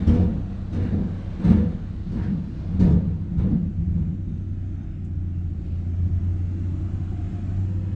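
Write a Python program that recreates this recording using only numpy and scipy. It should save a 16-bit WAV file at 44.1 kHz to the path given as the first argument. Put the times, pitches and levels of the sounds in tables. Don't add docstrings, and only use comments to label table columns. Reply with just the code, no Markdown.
import sys
import numpy as np
from scipy import signal
from scipy.fft import rfft, irfft, next_fast_len
from scipy.io import wavfile
from scipy.ndimage import uniform_filter1d, map_coordinates

SR = 44100
rng = np.random.default_rng(int(sys.argv[2]) if len(sys.argv) > 2 else 0)


def generate_wav(signal):
    frames = np.transpose(np.atleast_2d(signal))
    scaled = np.clip(frames, -1, 1) * 32767
    pcm = np.round(scaled).astype(np.int16)
    wavfile.write(sys.argv[1], SR, pcm)


N = 350595


def amp(db):
    return 10 ** (np.asarray(db) / 20)


def unit(x):
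    return x / np.sqrt(np.mean(x ** 2) + 1e-20)


def along(points, hz):
    freqs, values = np.transpose(points)
    return np.interp(np.log(hz + 1), np.log(freqs + 1), values)


def curve(points):
    return np.interp(np.arange(N) / SR, *np.transpose(points))


def wobble(rate):
    return map_coordinates(rng.standard_normal(8192), [np.arange(N) * rate / SR], mode="wrap")


def phase_of(hz):
    return 2 * np.pi * np.cumsum(hz) / SR


def shape(points):
    return lambda f: amp(along(points, f))


def resonances(modes):
    return lambda f: sum(amp(db) / (1 + ((f * f - hz * hz) / ((f + 1) * width * np.sqrt(2))) ** 2)
                         for hz, width, db in modes)


def noise(response, size=N):
    m = next_fast_len(size)
    spectrum = rfft(rng.standard_normal(m)) * response(np.fft.rfftfreq(m, 1 / SR))
    return unit(irfft(spectrum, m)[:size])


def patchy(x, depth_db):
    frames = signal.stft(x, nperseg=1024)[2]
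    patches = uniform_filter1d(rng.standard_normal(frames.shape), size=3, axis=0)
    patches = uniform_filter1d(patches, size=24, axis=1)
    return unit(signal.istft(frames * amp(depth_db * unit(patches)), nperseg=1024)[1][:len(x)])


def ringing(modes, size=SR):
    x = noise(resonances(modes), size)
    power = np.abs(uniform_filter1d(x * x, size=SR // 40))
    return x / np.sqrt(power + 1e-6)


def whine(hz, level_db, flutter_hz, waver):
    phase = phase_of(hz * (1 + waver * wobble(11)))
    return amp(level_db) * unit(wobble(flutter_hz) * np.sin(phase) + wobble(flutter_hz) * np.cos(phase))


def fade(t, rise, hold, t60):
    return (1 - np.exp(-t / rise)) * amp(-60 * np.maximum(t - hold, 0) / t60)


def swell(x, length):
    size = round(length * SR)
    return np.sqrt(np.hanning(size)) * x[:size]


def add(track, s, x):
    start = round(s * SR)
    track[start:start + len(x)] += x[:max(N - start, 0)]


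def site():
    # (frequency [Hz], level [dB])
    tones = [(33.4, -40.5), (67, -41)]
    return np.sqrt(2) * sum(amp(db + 0.89 * wobble(8.6)) * np.sin(phase_of(hz * (1 + 0.0034 * wobble(13))))
                            for hz, db in tones)


def tick(at_s=5.04, level_db=-69):
    out, t = np.zeros(N), np.arange(SR // 4) / SR
    bright = noise(shape([(1500, -4.5), (4500, -7.5), (7200, 1), (8500, -3), (9400, -25)]), len(t))
    add(out, at_s, amp(level_db) * bright * fade(t, rise=0.003, hold=0.011, t60=0.12))
    return out


def load_db(full_db=-52):
    # (time [s], level [dB])
    effort = [(3.4, -62), (4.4, -61.5), (5.25, -62.5), (5.7, -59.5), (6.35, -58), (6.9, -56), (7.35, -54.3),
              (7.7, -56)]
    return curve(effort) - full_db


def diesel():
    # (time [s], firing rate [Hz])
    speed = [(4.0, 95.9), (4.2, 93.17), (4.54, 93.43), (4.7, 91.45), (5.36, 88.05), (5.59, 84.65),
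             (6.02, 88.2), (6.4, 89.7), (7.0, 92.4), (7.28, 92.4), (7.42, 94.66), (7.95, 94.5)]
    # (time [s], level [dB])
    hum_levels = [(2.6, -36.5), (4.55, -30.5), (4.95, -35.5), (5.2, -27.5), (5.48, -27), (5.61, -40.5),
                  (5.72, -28.5), (6.25, -22.5), (6.55, -27), (7.4, -30), (7.56, -24.5), (7.95, -27.5)]
    # (multiple of crank speed, level [dB])
    crank_orders = [(1, -57.5), (2, -50.5), (4, -54.5), (4.5, -53), (5, -46.5), (5.5, -53), (6, -42.5),
                    (7, -50), (9, -53.5), (10, -54.5), (10.5, -56)]
    # (frequency [Hz], level [dB])
    rumble_eq = [(12, -27), (28, 0), (48, 0.5), (76, 3.5), (100, 3.5), (125, -1.5), (175, -2), (250, -7.5),
                 (320, -15.5), (370, -15.5), (440, -45.5), (700, -83)]
    # (frequency [Hz], width [Hz], level [dB])
    cover_modes = [(314.8, 34, 7), (1290, 76, -22), (1494, 60, -26)]
    # (frequency [Hz], level [dB])
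    clatter_eq = [(250, -24.5), (400, -2), (480, -3), (730, -3), (950, -13), (1350, -10), (2000, -14.5),
                  (2700, -17), (4000, -24), (5000, -27.5), (7000, -27), (8600, -35.5), (9600, -44.5),
                  (12000, -71.5)]
    firing = phase_of(curve(speed) * (1 + 0.0028 * wobble(9)))
    crank = firing / 3
    hum = amp(curve(hum_levels) + 0.39 * wobble(6)) * np.sin(firing)
    orders = sum(amp(db + 2.66 * wobble(3)) * np.sin(order * crank + 0.5 * wobble(4.2))
                 for order, db in crank_orders)
    rumble = amp(-30 + 0.49 * load_db()) * noise(shape(rumble_eq))
    cover = amp(-43.5 + 0.9 * load_db()) * noise(resonances(cover_modes))
    pulsing = amp(-49.5 + load_db() + 0.52 * wobble(6.2)) * (1 + 0.054 * np.sin(firing))
    clatter = pulsing * patchy(noise(shape(clatter_eq)), depth_db=1.7)
    return np.sqrt(2) * (hum + orders) + rumble + cover + clatter


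def turbo(fade_in_s=0.23):
    # (time [s], pitch [Hz])
    glide = [(5.8, 6361), (6.3, 6502), (6.75, 6834), (7.1, 7264), (7.42, 7437), (7.65, 7300), (7.95, 7083)]
    hz = curve(glide)
    spool = np.clip((np.arange(N) / SR - glide[0][0]) / fade_in_s, 0, 1)
    level_db = -75 + 1.6 * load_db()
    air = whine(0.88 * hz, level_db - 6.5, flutter_hz=500, waver=0.004)
    whistle = whine(hz, level_db, flutter_hz=85, waver=0.0016)
    return spool * (whistle + air)


def pump():
    # (time [s], length [s], pitch [Hz], level [dB])
    spells = [(5.85, 0.56, 660, -62.5), (7.1, 0.44, 707, -55.5), (7.55, 0.63, 513, -56.5),
              (7.6, 0.41, 952, -64.5)]
    out = np.zeros(N)
    for s, length, hz, db in spells:
        add(out, s, swell(whine(hz, db, flutter_hz=40, waver=0.005), length))
    return out


def drive():
    # (time [s], level [dB])
    flow = [(0, -45), (0.4, -51.5), (0.8, -51.5), (1.35, -48), (1.8, -51.5), (2.05, -55), (2.7, -52),
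            (3.15, -57.5), (3.55, -58.5), (4.2, -80.5)]
    # (frequency [Hz], level [dB])
    hiss_eq = [(200, -21.5), (450, 12.5), (900, 1.5), (1600, -2.5), (2600, -9), (4100, -11), (5000, -19.5),
               (7000, -24), (8000, -31), (8700, -26.5), (9600, -49), (11500, -72)]
    return amp(curve(flow) + 0.5 * wobble(15)) * patchy(noise(shape(hiss_eq)), depth_db=1.7)


def friction():
    # (time [s], length [s], pitch [Hz], level [dB])
    squeals = [(4.16, 0.42, 6370, -82), (4.22, .38, 3680, -78.5), (4.2, .34, 5700, -85),
               (4.62, 0.42, 3660, -78.5), (4.58, 0.38, 6310, -80), (4.62, .3, 5700, -84.5),
               (4.75, .37, 5130, -84), (5.25, .26, 2760, -75), (6.02, 0.42, 5720, -79.5)]
    # (time [s], length [s], centre [Hz], level [dB])
    rubs = [(0.416, 0.58, 3900, -70.5), (.72, .28, 1712, -55), (1.801, 0.76, 4050, -68),
            (2.12, .2, 950, -54), (2.156, 0.18, 1630, -51.5), (2.38, .42, 4800, -70),
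            (4.7, .24, 690, -61.5), (4.68, .36, 1480, -64.5), (4.7, .46, 2450, -70),
            (5.6, .25, 2650, -68.5), (5.56, 0.35, 3900, -73), (6.55, .7, 1150, -63)]
    out = np.zeros(N)
    for s, length, hz, db in squeals:
        add(out, s, swell(whine(hz, db, flutter_hz=160, waver=0.001), length))
    for s, length, hz, db in rubs:
        wide_band = ringing([(hz, 0.26 * hz, 0)], round(length * SR))
        add(out, s, amp(db) * swell(wide_band, length))
    return out


def struck(modes, spread_db=3):
    return ringing([(hz, width, db + spread_db * rng.standard_normal()) for hz, width, db in modes])


def steel(t, clang_db, scrape_db):
    # (frequency [Hz], width [Hz], level [dB])
    low_modes = [(314, 11, 5.5), (348, 26, 5), (400, 88, -2), (425, 12, 2.5), (486, 14, 9), (534, 40, -2),
                 (629, 4.1, 0), (712, 58, -5), (827, 20, -14), (907, 10, -9.5), (947, 14, -8),
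                 (1190, 26, -13)]
    # (frequency [Hz], width [Hz], level [dB])
    high_modes = [(1340, 340, 5), (1745, 41, 5.5), (2245, 23, 1), (2370, 30, -3), (2845, 40, 1),
                  (3490, 22, -1), (3710, 34, -1.5), (4055, 32, -4.5), (4475, 50, -5.5), (5170, 50, -11.5),
                  (5950, 70, -13), (8560, 81, -18)]
    # (frequency [Hz], width [Hz], level [dB])
    casing_modes = [(235.5, 30, 0.5), (298.6, 33, 2), (342, 35, -3), (413, 30, -8)]
    # (frequency [Hz], level [dB])
    grit_eq = [(200, -21), (450, -4.5), (900, 6), (1300, -4.5), (1950, -2.5), (2600, -9.5), (4200, -15.5),
               (5200, -26), (8500, -29), (10000, -49.5), (12000, -59)]
    # (frequency [Hz], t60 [s])
    street = [(500, 0.85), (2000, 0.48)]
    clang = amp(clang_db) * struck(low_modes) * fade(t, rise=0.01, hold=0.029, t60=along(street, 1000))
    grit = patchy(noise(shape(grit_eq), SR), depth_db=2.5) + amp(-3) * struck(high_modes)
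    scrape = amp(scrape_db) * grit * fade(t, rise=0.02, hold=0.043, t60=along(street, 2000))
    punch = amp(clang_db + 4.5) * ringing(casing_modes) * fade(t, rise=0.015, hold=0.014, t60=0.38)
    return clang + punch + scrape


def panes(t, thud_db, boom_db, boom_hz, focus_db_per_octave=32):
    # (frequency [Hz], width [Hz], level [dB])
    thud_modes = [(33.2, 10, -19), (58.4, 8.3, -5.5), (77.3, 11, -3), (90.9, 11, 4)]
    # (frequency [Hz], width [Hz], level [dB])
    boom_modes = [(158.6, 16, 0), (167.6, 13, -0.5), (179.8, 6.2, -1), (197.6, 13, -2), (230.5, 18, -2.5),
                  (286, 27, -4.5)]
    focused = [(hz, width, db - focus_db_per_octave * abs(np.log2(hz / boom_hz)))
               for hz, width, db in boom_modes]
    shake = amp(thud_db) * ringing(thud_modes) + amp(boom_db) * ringing(focused)
    return shake * fade(t, rise=0.005, hold=0.032, t60=0.71)


def knocks():
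    # (time [s], thud [dB], boom [dB], boom pitch [Hz], clang [dB], scrape [dB], crack [dB])
    blows = [(.002, -30, -27, 200, -50, -54.5, -74), (.066, -14.5, -17.5, 224, -34, -44.5, -44.5),
             (.13, -22.5, -25.5, 235, -32.5, -50, -51), (.192, -22, -24, 177, -34.5, -54.5, -55),
             (.285, -30.5, -26, 166, -47.5, -63, -78), (.722, -31.5, -31.5, 229, -42.5, -51.5, -51),
             (.762, -28, -28, 234, -41.5, -54, -63), (.815, -27, -29, 189, -43.5, -50.5, -60),
             (.908, -26, -25, 200, -38, -59, -65), (.975, -26.5, -25.5, 192, -40.5, -65, -69),
             (1.385, -32, -27.5, 175, -43, -51.5, -59), (1.437, -20, -18, 192, -36.5, -43, -46),
             (1.482, -17.5, -13.5, 195.5, -34.5, -43.5, -49.5), (1.555, -22, -24.5, 192.9, -33.5, -53, -64),
             (2.061, -32, -30.5, 178, -60.5, -62, -71), (2.112, -40.5, -29.5, 190, -44.5, -60, -57),
             (2.155, -25, -28, 169, -42, -54.5, -60), (2.218, -36, -30.5, 175, -47.5, -60, -54),
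             (2.282, -41.5, -21.5, 170, -49, -59, -73), (2.68, -29, -31, 175, -55.5, -65, -73),
             (2.73, -25.5, -27.5, 175, -56, -60, -69), (2.792, -17, -14, 173, -34, -48, -44.5),
             (2.84, -21, -23.5, 166.4, -34, -53.5, -53.5), (2.892, -21.5, -17.5, 168, -35.5, -55, -54.5),
             (3.07, -28, -27.5, 165, -55.5, -74, -75), (3.31, -33.5, -25, 177, -61, -70.5, -76),
             (3.373, -19.5, -27, 180, -43.5, -52, -58), (3.44, -29, -23, 182, -40, -61.5, -71),
             (3.502, -25.5, -18, 175, -45, -63, -67), (3.779, -25, -27, 163, -61.5, -69.5, -75),
             (3.874, -22.5, -28, 157, -57.5, -70, -79), (3.95, -25.5, -24, 153, -51.5, -62.5, -73),
             (4.01, -29, -25.5, 158, -60, -75, -77), (4.26, -29, -31.5, 160, -64, -69.5, -75),
             (5.974, -31, -37, 195, -58, -77.5, -79), (6.045, -26, -32.5, 199, -64.5, -71.5, -75)]
    # (frequency [Hz], level [dB])
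    crack_eq = [(300, -29), (1200, 8), (3600, 7.5), (6000, 1), (8300, -6.5), (9500, -20), (13000, -37)]
    out, t = np.zeros(N), np.arange(SR) / SR
    for s, thud_db, boom_db, boom_hz, clang_db, scrape_db, crack_db in blows:
        burst = patchy(noise(shape(crack_eq), SR), depth_db=3.5)
        crack = amp(crack_db) * burst * fade(t, rise=0.012, hold=0.0057, t60=0.25)
        add(out, s, crack + steel(t, clang_db, scrape_db) + panes(t, thud_db, boom_db, boom_hz))
    return out


def scene():
    return (knocks() + drive() + diesel() + turbo() + pump() + friction() + site() + tick())[None]


def record(dry, top_hz=13200):
    m = next_fast_len(N + SR // 2)
    edges = signal.windows.tukey(N, 0.001)
    passband = np.fft.rfftfreq(m, 1 / SR) < top_hz
    return irfft(rfft(dry * edges, m) * passband, m)[:, :N]


dry = scene()
out = record(dry)
generate_wav(out)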